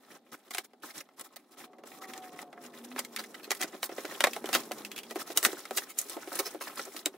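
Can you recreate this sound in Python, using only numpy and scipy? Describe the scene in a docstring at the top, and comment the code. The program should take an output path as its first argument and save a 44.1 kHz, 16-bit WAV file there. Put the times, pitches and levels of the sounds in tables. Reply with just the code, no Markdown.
"""Scissors open a taped cardboard box on a wooden floor, in a small room with far traffic.
The blade rubs along the tape; from 0.5 s it pokes and saws, and tape and board snap and tear in bursts
of fibre breaks. Each force rings the panels and the hollow box. From 1.5 s a faint distant motor rises
and falls, and hands start to bump the box. At 4.3-5 s the scissors clatter in the hand and on the
floor. Then the flaps are ripped open, scraping and knocking."""
import sys
import numpy as np
from scipy import signal
from scipy.fft import rfft, irfft, next_fast_len
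from scipy.io import wavfile

SR = 44100
rng = np.random.default_rng(int(sys.argv[2]) if len(sys.argv) > 2 else 0)


def bounce(signal):
    """Save signal as a 16-bit WAV file at the path given by the first command-line argument."""
    frames = np.transpose(np.atleast_2d(signal))
    limited = np.clip(frames, -1, 1)
    pcm = np.round(limited * 32767).astype(np.int16)
    wavfile.write(sys.argv[1], SR, pcm)


N = 316505
SIZE = 8192  # samples per event
LEAD_S, BLOW_S = 0.01, 0.01  # lead-in of an event; time over which a blow's level holds

# body, crack and hiss ranges: low f/Hz, high f/Hz
RANGES = [(180, 800), (800, 4000), (4000, 16000)]
# force spectrum of tears and scissor ticks: f/Hz, gain/dB
SHARP_COLOUR = [(25, -38), (110, -35), (170, -43), (260, -20), (600, -14), (1500, -8), (3500, -4.5),
                (5000, 1), (9000, 2.5), (16000, 1.5)]


def undb(db):
    """Decibels to gain."""
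    return 10 ** (np.asarray(db) / 20)


def bins(size):
    """FFT frequencies in Hz, floored at 1."""
    return np.maximum(np.arange(size // 2 + 1) * SR / size, 1)


def shape(points, hz):
    """Gain of an (f/Hz, gain/dB) curve on a log-frequency axis."""
    f, db = np.transpose(points)
    return undb(np.interp(np.log(hz), np.log(f), db))


def walk(rate_hz):
    """Gaussian values at rate_hz, joined by straight lines."""
    steps = np.arange(0, N / SR + 1, 1 / rate_hz)
    return np.interp(np.arange(N) / SR, steps, rng.standard_normal(len(steps)))


def add(out, start_s, wave):
    """Mix a wave in at start_s."""
    i = max(int(start_s * SR), 0)
    out[:, i:i + wave.shape[1]] += wave[:, :max(N - i, 0)]


def resonance(hz, centre_hz, width_hz, lift_db):
    """Causal resonant peak or dip."""
    return 1 + (undb(lift_db) - 1) / (1 + 1j * (hz ** 2 - centre_hz ** 2) / (hz * width_hz))


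def stereo(pair, hz):
    """Mid and side spectra to left and right; treble spreads wider."""
    # side against mid: f/Hz, gain/dB
    width = [(100, -19), (300, -14), (1100, -13), (2200, -5.5), (4500, -2.5), (14000, -0.5)]
    return pair[0] + np.array([[1], [-1]]) * pair[1] * shape(width, hz)


def range_rms(spectrum, hz):
    """Rms of body, crack and hiss."""
    power = np.abs(spectrum) ** 2 / (2 * len(hz) ** 2)
    return np.sqrt([power[(hz >= lo) & (hz < hi)].sum() for lo, hi in RANGES])


def event_wave(pair, levels_db, length_s):
    """Mid and side spectra to a stereo wave, each range scaled to its level over length_s."""
    hz, count = bins(SIZE), len(levels_db)
    centres_hz = np.sqrt(np.prod(RANGES, axis=1))[:count]
    for _ in range(3):
        gain = undb(levels_db) * np.sqrt(length_s * SR / SIZE) / range_rms(pair[0], hz)[:count]
        pair = pair * np.exp(np.interp(np.log(hz), np.log(centres_hz), np.log(gain)))
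    return irfft(stereo(pair, hz), SIZE)


def coloured_noise(colour):
    """Steady stereo noise, unit rms."""
    size = next_fast_len(N, True)
    hz = bins(size)
    white = stereo(rfft(rng.standard_normal((2, size))), hz)
    noise = irfft(white * shape(colour, hz), size)[:, :N]
    return noise / noise.std()


def room_tone(air_db=-69.5):
    """Steady room air; far traffic swells and ebbs."""
    # air spectrum: f/Hz, relative density/dB
    air_colour = [(25, -34), (70, -58), (110, -19), (160, -4.5), (240, 15), (400, -3.5), (800, 8),
                  (1500, -47), (4000, -11), (16000, -66)]
    # traffic rumble: t/s, level/dB
    traffic_levels = [(0, -70), (1.4, -73), (1.7, -60.5), (2.05, -55), (2.4, -56), (2.7, -55.5), (3.3, -55),
                      (3.75, -60.5), (4.6, -50.5), (5.1, -55.5), (5.9, -61.5), (7.17, -59.5)]
    # traffic spectrum: f/Hz, relative density/dB
    traffic_colour = [(25, -74), (90, -41), (150, -12), (240, -0.5), (400, 2), (550, -4), (800, -7.5),
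                      (1200, -13.5), (2000, -31), (5000, -67)]
    swell = undb(np.interp(np.arange(N) / SR, *np.transpose(traffic_levels)))
    return coloured_noise(air_colour) * undb(air_db) + coloured_noise(traffic_colour) * swell


def box(hz):
    """Response of the hollow box and its panels."""
    # resonances: f/Hz, width/Hz, lift/dB
    modes = [(233, 8, 9), (314.6, 76, 10), (396.5, 49, 10), (546, 79, 8.5), (729, 116, 11), (1075, 69, 5.5),
             (1300, 130, 5.5), (2010, 163, 4), (3290, 42, 1), (3660, 100, -3.5), (3780, 130, 4),
             (10830, 50, -8)]
    return np.prod([resonance(hz, *mode) for mode in modes], axis=0)


def panel(direct, high_t60_s, low_t60_s, room_db, modes=3, lag_s=0.001471, room_t60_s=0.069):
    """Mid and side response of one spot of board: first wave, edge reflections, then the room."""
    t, hz = np.arange(SIZE) / SR, bins(SIZE)
    noise = rng.standard_normal((2, SIZE))
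    room = undb(-60 * t / room_t60_s) * (1 - np.exp(-t / 0.012))
    room = undb(room_db) * room / np.linalg.norm(room)
    tails = []
    for t60_s in (low_t60_s, high_t60_s):
        ring = undb(-60 * t / t60_s)
        tails.append(rfft(noise * (ring / np.linalg.norm(ring) + room)))
    low = 1 / (1 + (hz / 1100) ** 2)
    pair = low * tails[0] + (1 - low) * tails[1]
    # first wave: slightly out of phase between left and right
    pair = pair + direct * np.array([[1], [1j * rng.normal(0.08, 0.22)]])
    for mode_hz in np.exp(rng.uniform(np.log(900), np.log(12000), size=modes)):
        pair = pair * resonance(hz, mode_hz, 40 + 0.025 * mode_hz, lift_db=4)
    # bending waves: lows arrive late
    return pair * np.exp(-4j * np.pi * lag_s * np.sqrt(1000 * hz) * np.exp(-hz / 14000))


def fibres(size, rate_hz, spread_db):
    """Tiny breaks at random times: many faint, a few strong."""
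    hit = rng.random(size) < rate_hz / SR
    strength = undb(spread_db * np.minimum(rng.exponential(size=size), 4))
    return hit * strength * rng.choice([-1, 1], size)


def coarse_fibres(rate_hz=45, base_db=16.5, spread_db=2.5, decay_cycles=1.17, low_hz=900, high_hz=10000):
    """Coarse fibres let go at random; each rings a few cycles at its own pitch."""
    out, t = np.zeros((1, N)), np.arange(1024) / SR
    for when, pitch, rank in rng.random((int(rate_hz * N / SR), 3)):
        hz = low_hz * (high_hz / low_hz) ** pitch
        ring = np.sin(2 * np.pi * hz * t) * np.exp(-t * hz / decay_cycles)
        db = base_db + spread_db * min(-np.log(1 - rank), 4) + 2 * np.log2(hz / high_hz)
        add(out, when * N / SR, ring[None] / np.linalg.norm(ring) * undb(db))
    return out[0]


def rub_gains(db, bright_db, body_db=-3.5):
    """Body, crack and hiss gains; brightness trades body for hiss."""
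    return undb([db + body_db - bright_db, db, db + bright_db])


def contact(attack_s=0.018, release_s=0.0081, firm_db=-55, bright_db_per_db=0.274):
    """Sliding strength per range: shifting hands, duller when light, plus strokes."""
    # hands shifting on the board: t/s, level/dB
    shifting = [(0, -63.5), (.2, -77), (.45, -65), (.75, -76), (1.4, -70), (1.8, -77.5), (2.55, -68.5),
                (2.8, -61), (3.3, -60.5), (3.7, -61.5), (4.1, -53.5), (4.4, -58.5), (4.601, -53),
                (5.2, -64), (5.6, -55.5), (5.92, -59), (6.3, -57), (7.17, -66)]
    # blade along tape, later flap on flap: t/s, length/s, level/dB, brightness/dB
    strokes = [(0.074, 0.091, -58, -3.5), (0.314, 0.036, -49, -1.5), (0.499, 0.12, -61.5, 5),
               (0.633, 0.018, -52.5, 3), (0.819, 0.099, -56, 2.5), (0.934, 0.073, -52.5, 0.5),
               (1.164, 0.051, -51, -1), (1.232, .035, -57, 2.5), (1.505, 0.038, -59.5, 0.5),
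               (1.568, .085, -55, -1), (1.848, 0.14, -58, 0.5), (2.004, 0.051, -55, 1),
               (2.067, 0.14, -52.5, -3), (2.209, 0.083, -52, -2), (2.315, 0.036, -59.5, -7.5),
               (2.354, 0.077, -51, -3), (2.6, 0.07, -62, -1.5), (2.732, 0.057, -53.5, -1.5),
               (2.828, 0.022, -54.5, -2), (2.945, 0.062, -50.5, 0.5), (3.116, 0.12, -56.5, -0.5),
               (3.28, 0.028, -71.5, 15), (3.492, 0.087, -53, 1.5), (3.713, 0.038, -52, -7),
               (3.899, 0.02, -52, -10), (3.957, 0.24, -54.5, -1), (4.161, 0.24, -53, 0.5),
               (4.453, 0.155, -46, -2.5), (4.764, 0.046, -47.5, -4), (5.083, 0.048, -54, 2),
               (5.144, 0.022, -43, -1), (5.181, 0.04, -46, 1), (5.26, 0.068, -48, 1),
               (5.345, .185, -48, 1.5), (5.572, 0.034, -44.5, 0), (5.719, 0.12, -51, 4.5),
               (5.99, 0.17, -54.5, 5), (6.103, 0.17, -55, -1), (6.264, 0.25, -50.5, 1.5),
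               (6.514, 0.027, -55, -5), (6.61, 0.25, -51, 0), (6.745, 0.084, -51, 2),
               (6.862, 0.15, -57, 3.5)]
    hands_db = np.interp(np.arange(N) / SR, *np.transpose(shifting))
    power = rub_gains(hands_db, bright_db_per_db * (hands_db - firm_db)) ** 2
    t = np.arange(SR // 2) / SR
    for start_s, length_s, db, bright_db in strokes:
        push = np.minimum(t / attack_s, 1) * np.exp(-np.maximum(t - length_s, 0) / release_s)
        add(power, start_s, np.outer(rub_gains(db, bright_db), push) ** 2)
    return np.sqrt(power)


def rubbing(grip_db=5, grip_hz=28, pressure_db=3.2, spots=6):
    """Sliding contact catches and slips, wandering between spots on the board."""
    # friction spectrum: f/Hz, gain/dB
    colour = [(25, -59), (110, -7), (160, 0), (240, 3), (600, -4), (1200, -2.5), (2200, -3), (4500, -7),
              (9000, -9.5), (16000, -9)]
    size = next_fast_len(N, True)
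    hz = bins(size)
    pair, pressure = 0, undb(pressure_db * walk(45))
    for _ in range(spots):
        grip = undb(grip_db * walk(grip_hz)) * pressure
        force = grip * (fibres(N, rate_hz=1300, spread_db=3) + coarse_fibres())
        spot = irfft(panel(direct=0.37, high_t60_s=0.029, low_t60_s=0.069, room_db=-20, modes=2))
        pair = pair + signal.oaconvolve(force[None], spot, axes=1)[:, :N]
    pair = rfft(pair, size) * shape(colour, hz) * box(hz)
    # each range follows its own envelope
    above_body, above_crack = (1 / (1 + (edge_hz / hz) ** 6) for edge_hz, _ in RANGES[1:])
    shares = (1 - above_body, above_body - above_crack, above_crack)
    out, left_right = 0, stereo(pair, hz)
    for share, rms, envelope in zip(shares, range_rms(pair[0], hz), contact()):
        out = out + irfft(left_right * share, size)[:, :N] / rms * envelope
    return out


def rips(ring_db=5, rise_share=0.35):
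    """A tear runs through tape or board: fibre breaks swell and die away."""
    # tears: t/s, length/s, body/dB, crack/dB, hiss/dB, ring f/Hz
    tears = [(0.505, 0.016, -53, -44.5, -47, 1230), (0.53, 0.027, -65, -49, -49.5, 4250),
             (0.893, 0.025, -76, -53.5, -66, 1990), (1.004, 0.017, -58, -49.5, -51, 2020),
             (1.359, 0.011, -54, -50, -48, 1880), (2.028, 0.038, -60, -50.5, -65.5, 2000),
             (2.151, 0.027, -59, -53, -62, 900), (2.731, .03, -76, -57, -70, 2120),
             (2.977, 0.03, -51, -39, -49, 1970), (3.184, .025, -49.5, -41.5, -43.5, 4140),
             (3.233, 0.022, -82, -49, -54, 2150), (3.341, 0.013, -73, -44, -55.5, 2070),
             (3.424, 0.047, -68, -53.5, -53.5, 4020), (3.589, 0.073, -44, -44, -46, 6200),
             (3.82, 0.053, -61, -50.5, -41, 1800), (4.525, 0.054, -54, -32.5, -34, 3080),
             (5.361, 0.0092, -37.5, -45.5, -43, 3490), (5.427, 0.043, -40, -36, -31, 1890),
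             (5.756, 0.04, -46.5, -51, -35.5, 3160), (5.882, 0.05, -75, -54.5, -51.5, 2660),
             (5.97, 0.06, -61, -53.5, -45, 6540), (6.318, 0.028, -47, -52, -46, 880),
             (6.384, 0.026, -37, -35.5, -32.5, 1110), (6.442, 0.054, -48.5, -49.5, -42, 5700),
             (6.599, 0.061, -58, -47.5, -47, 970)]
    out, hz, t = np.zeros((2, N)), bins(SIZE), np.arange(SIZE) / SR
    colour = shape(SHARP_COLOUR, hz) * box(hz)
    for start_s, length_s, *levels_db, ring_hz in tears:
        pull = np.interp(t - LEAD_S, [0, rise_share * length_s, length_s], [0, 1, 0])
        force = rfft(pull * fibres(SIZE, rate_hz=2300, spread_db=4.6))
        board = panel(direct=0.8, high_t60_s=0.022, low_t60_s=0.035, room_db=-17)
        pair = force * board * colour * resonance(hz, ring_hz, 0.3 * ring_hz, ring_db)
        add(out, start_s - LEAD_S, event_wave(pair, levels_db, length_s))
    return out


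def snaps(ring_db=6, splinter_s=0.0024, splinter_db=-7):
    """Tape or board gives way at once: a sharp kick to the panel amid splintering fibres."""
    # breaks: t/s, body/dB, crack/dB, hiss/dB, ring f/Hz
    breaks = [(0.507, -54, -59, -50, 8100), (0.548, -43.5, -37.5, -38, 704), (0.572, -65, -45, -48, 7890),
              (0.583, -41, -32.5, -35, 720), (0.734, -55, -61.5, -71, 1380), (1.089, -63, -59, -74, 1120),
              (1.733, -60, -58, -78, 1150), (1.837, -48.5, -51.5, -63, 1240),
              (2.136, -62, -44, -49.5, 2476), (2.39, -61, -43, -55, 2070), (2.426, -45, -48, -68, 850),
              (2.529, -50, -51, -62.5, 1365), (2.577, -52, -50, -93, 1190), (2.916, -54, -49, -63, 2080),
              (2.962, -41.5, -40.5, -56, 1760), (2.992, -43, -39, -32.5, 4700),
              (3.049, -85, -46, -45, 2110), (3.163, -68, -37, -37.5, 1870), (3.173, -79, -40, -50, 2060),
              (3.507, -35.5, -32.5, -31.5, 6250), (3.516, -41, -29, -31, 1860),
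              (3.55, -85, -50, -46.5, 4520), (3.615, -70, -38.5, -34.5, 6440), (3.625, -52, -33, -38, 6430),
              (3.632, -66, -37.5, -36, 6350), (3.642, -37.5, -42, -53, 1520), (3.83, -40, -32, -35.5, 1650),
              (4.052, -47, -40, -46, 2000), (4.122, -45, -46, -58, 2000), (4.206, -34, -25.5, -32, 3300),
              (4.24, -24, -18, -26, 1160), (4.27, -28.5, -30, -38, 484), (4.364, -36.5, -38.5, -46.5, 830),
              (4.458, -63, -41.5, -44.5, 3070), (4.49, -37.5, -39, -44, 1480),
              (4.53, -39.5, -32, -33.5, 5200), (4.55, -31.5, -24, -28, 3160),
              (4.718, -51, -39.5, -41, 2230), (5.11, -40, -42.5, -46, 1940), (5.374, -38.5, -26, -21, 3470),
              (5.429, -42, -36.5, -34, 1760), (5.45, -41, -20.5, -24.5, 1810),
              (5.463, -34.5, -41, -30.5, 6800), (5.654, -56, -43, -48, 1480),
              (5.709, -37.5, -41.5, -46.5, 1450), (5.775, -59, -32, -32, 3000),
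              (5.782, -45, -32.5, -33, 7330), (5.988, -59, -45, -26.5, 6600), (6.015, -73, -73, -39, 6650),
              (6.097, -47, -54, -40, 8400), (6.231, -60, -46.5, -73, 1440), (6.319, -43, -41, -78, 1090),
              (6.61, -43.5, -40.5, -59, 1000), (6.672, -50, -41.5, -69, 1780),
              (6.794, -41.5, -35.5, -52, 1450), (6.965, -62, -43.5, -45, 4460),
              (7.059, -74, -29.5, -28, 8300)]
    # force spectrum: f/Hz, gain/dB
    force_colour = [(25, -28), (110, -39), (170, -2), (260, -1.5), (600, 3), (1500, 3.5), (3500, 1.5),
                    (5000, -0.5), (9000, -1.5), (16000, -7)]
    out, hz, t = np.zeros((2, N)), bins(SIZE), np.arange(SIZE) / SR
    colour = shape(force_colour, hz) * box(hz)
    kick = np.exp(-2j * np.pi * hz * LEAD_S)
    burst = np.exp(-np.abs(t - LEAD_S - splinter_s / 2) / splinter_s)
    for start_s, *levels_db, ring_hz in breaks:
        splinters = fibres(SIZE, rate_hz=6000, spread_db=7.5) * burst
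        force = kick + undb(splinter_db) * rfft(splinters / np.linalg.norm(splinters))
        board = panel(direct=1.1, high_t60_s=0.028, low_t60_s=0.05, room_db=-11)
        pair = force * board * colour * resonance(hz, ring_hz, 0.08 * ring_hz, ring_db)
        add(out, start_s, thud(np.mean(levels_db[1:])))
        add(out, start_s - LEAD_S, event_wave(pair, levels_db, BLOW_S))
    return out


def thud(snap_db, hard_snap_db=-22, hard_thud_db=-55, db_per_db=1.4, decay_s=0.0036):
    """A brief, deep, dull thump under each snap, faint unless the snap is hard."""
    pulse = np.exp(-np.arange(SIZE) / SR / decay_s)
    db = hard_thud_db + db_per_db * (snap_db - hard_snap_db)
    return np.tile(pulse / np.linalg.norm(pulse), (2, 1)) * np.sqrt(BLOW_S * SR) * undb(db)


def motor_line(track, fifth_db, waver=0.0043, flutter=0.47):
    """A gliding motor order and the next a fifth above, unsteady after passing the walls."""
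    t = np.arange(N) / SR
    times_s, hz, db = np.transpose(track)
    pitch_hz = np.interp(t, times_s, hz) * (1 + waver * walk(29.88))
    phase = 2 * np.pi * np.cumsum(pitch_hz) / SR
    tone = np.sin(phase) * (1 + flutter * walk(25))
    fifth = undb(fifth_db) * np.sin(1.5 * phase) * walk(25)
    return np.sqrt(2) * (tone + fifth) * np.interp(t, times_s, undb(db), left=0, right=0)


def motor():
    """Distant motor: an upper whine, then a lower drone."""
    # whine: t/s, f/Hz, level/dB
    whine = [(1.5, 723, -74), (1.72, 738, -63.5), (1.9, 764, -70), (2.02, 763, -53.5), (2.17, 756, -55),
             (2.32, 726, -53.5), (2.52, 722, -64), (2.8, 678, -66)]
    # drone: t/s, f/Hz, level/dB
    drone = [(2.55, 250, -66), (2.73, 243, -58), (2.84, 236, -54.5), (2.95, 254, -50.5), (3.05, 246, -58.5),
             (3.2, 220, -60.5), (3.4, 200, -77), (4.2, 245, -75), (4.4, 240, -57.5), (4.65, 228, -58),
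             (4.88, 208, -57), (5.0, 226, -62), (5.2, 235, -60)]
    return motor_line(whine, fifth_db=-7.5) + motor_line(drone, fifth_db=-17.5)


def knocks(ring_db=6, main_mode_hz=400, crack_offset_db=-8.5, crack_db_per_octave=4):
    """Soft blows wake the low box resonances; stiffer, higher spots crack more."""
    # hands and flaps bumping the box: t/s, body/dB, ring f/Hz
    bumps = [(1.784, -51, 350), (3.476, -45.5, 412), (3.744, -47, 710), (3.893, -40, 720),
             (3.917, -42.5, 460), (3.982, -34.5, 560), (4.047, -37.5, 407), (4.442, -33.5, 420),
             (4.711, -35, 724), (5.158, -31, 414), (5.302, -37.5, 450), (5.486, -37, 380),
             (5.53, -35.5, 356), (5.709, -36.5, 400), (6.056, -49.5, 400), (6.167, -36.5, 670),
             (6.274, -38.5, 380), (6.398, -33, 400), (6.546, -36.5, 350), (6.869, -42.5, 390),
             (6.946, -45.5, 292), (7.063, -33, 386), (7.141, -49, 404)]
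    # force spectrum: f/Hz, gain/dB
    force_colour = [(25, -36), (110, -50), (180, -13), (300, 15), (600, 4), (1000, -7), (2000, -16),
                    (5000, -26.5), (16000, -34)]
    out, hz = np.zeros((2, N)), bins(SIZE)
    colour = shape(force_colour, hz) * box(hz) * np.exp(-2j * np.pi * hz * LEAD_S)
    for start_s, body_db, ring_hz in bumps:
        crack_db = body_db + crack_offset_db + crack_db_per_octave * np.log2(ring_hz / main_mode_hz)
        board = panel(direct=0.7, high_t60_s=0.075, low_t60_s=0.045, room_db=-12)
        pair = board * colour * resonance(hz, ring_hz, 0.1 * ring_hz, ring_db)
        add(out, start_s - LEAD_S, event_wave(pair, [body_db, crack_db], BLOW_S))
    return out


def scissors(ring_offset_db=-3, mode_spread_db=6.5, tick_hz=2800, tick_offsets_db=(-29, -3, -3.5)):
    """Each contact ticks and rings a new mix of blade modes, damped by the plastic handles."""
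    # contacts in the hand and on the floor: t/s, base level/dB
    clinks = [(4.333, -39.5), (4.849, -40.5), (4.916, -42.5), (4.962, -43), (4.979, -41), (4.988, -41.5),
              (5.033, -49)]
    # blade modes: f/Hz, relative level/dB, t60/s
    blades = [(2070, -23, .05), (2400, 4, 0.063), (2630, 22, 0.026), (3000, 3, 0.057), (3310, 6, 0.1),
              (3580, -5, 0.055), (6270, -4, 0.032)]
    out, hz, t = np.zeros((2, N)), bins(SIZE), np.arange(SIZE) / SR
    mode_hz, mode_db, t60_s = np.transpose(blades)[:, :, None]
    colour = shape(SHARP_COLOUR, hz) * resonance(hz, tick_hz, 0.26 * tick_hz, lift_db=7)
    colour = colour * np.exp(-2j * np.pi * hz * LEAD_S)
    for start_s, db in clinks:
        emphasis, detune = rng.standard_normal((2, len(blades), 1))
        phase = 2 * np.pi * mode_hz * (1 + 0.012 * detune) * t
        decays = undb(mode_db + mode_spread_db * emphasis - 60 * t / t60_s)
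        ring = np.sum(decays * np.sin(phase), axis=0)
        ring *= np.sqrt(BLOW_S * SR) * undb(db + ring_offset_db) / np.linalg.norm(ring)
        add(out, start_s, np.tile(ring, (2, 1)))
        tick = panel(direct=0.3, high_t60_s=0.017, low_t60_s=0.032, room_db=-4) * colour
        add(out, start_s - LEAD_S, event_wave(tick, db + np.array(tick_offsets_db), BLOW_S))
    return out


def scene(right_db=0.53):
    """All sources, the box slightly to the right."""
    handling = snaps() + rips() + knocks() + rubbing() + scissors()
    pan = undb(np.array([[-right_db], [right_db]]) / 2)
    return handling * pan + motor() + room_tone()


def record(dry):
    """Steep low-pass at 15.7 kHz."""
    return signal.sosfilt(signal.ellip(10, 0.2, 80, 15700, fs=SR, output="sos"), dry)


dry = scene()
out = record(dry)
bounce(out)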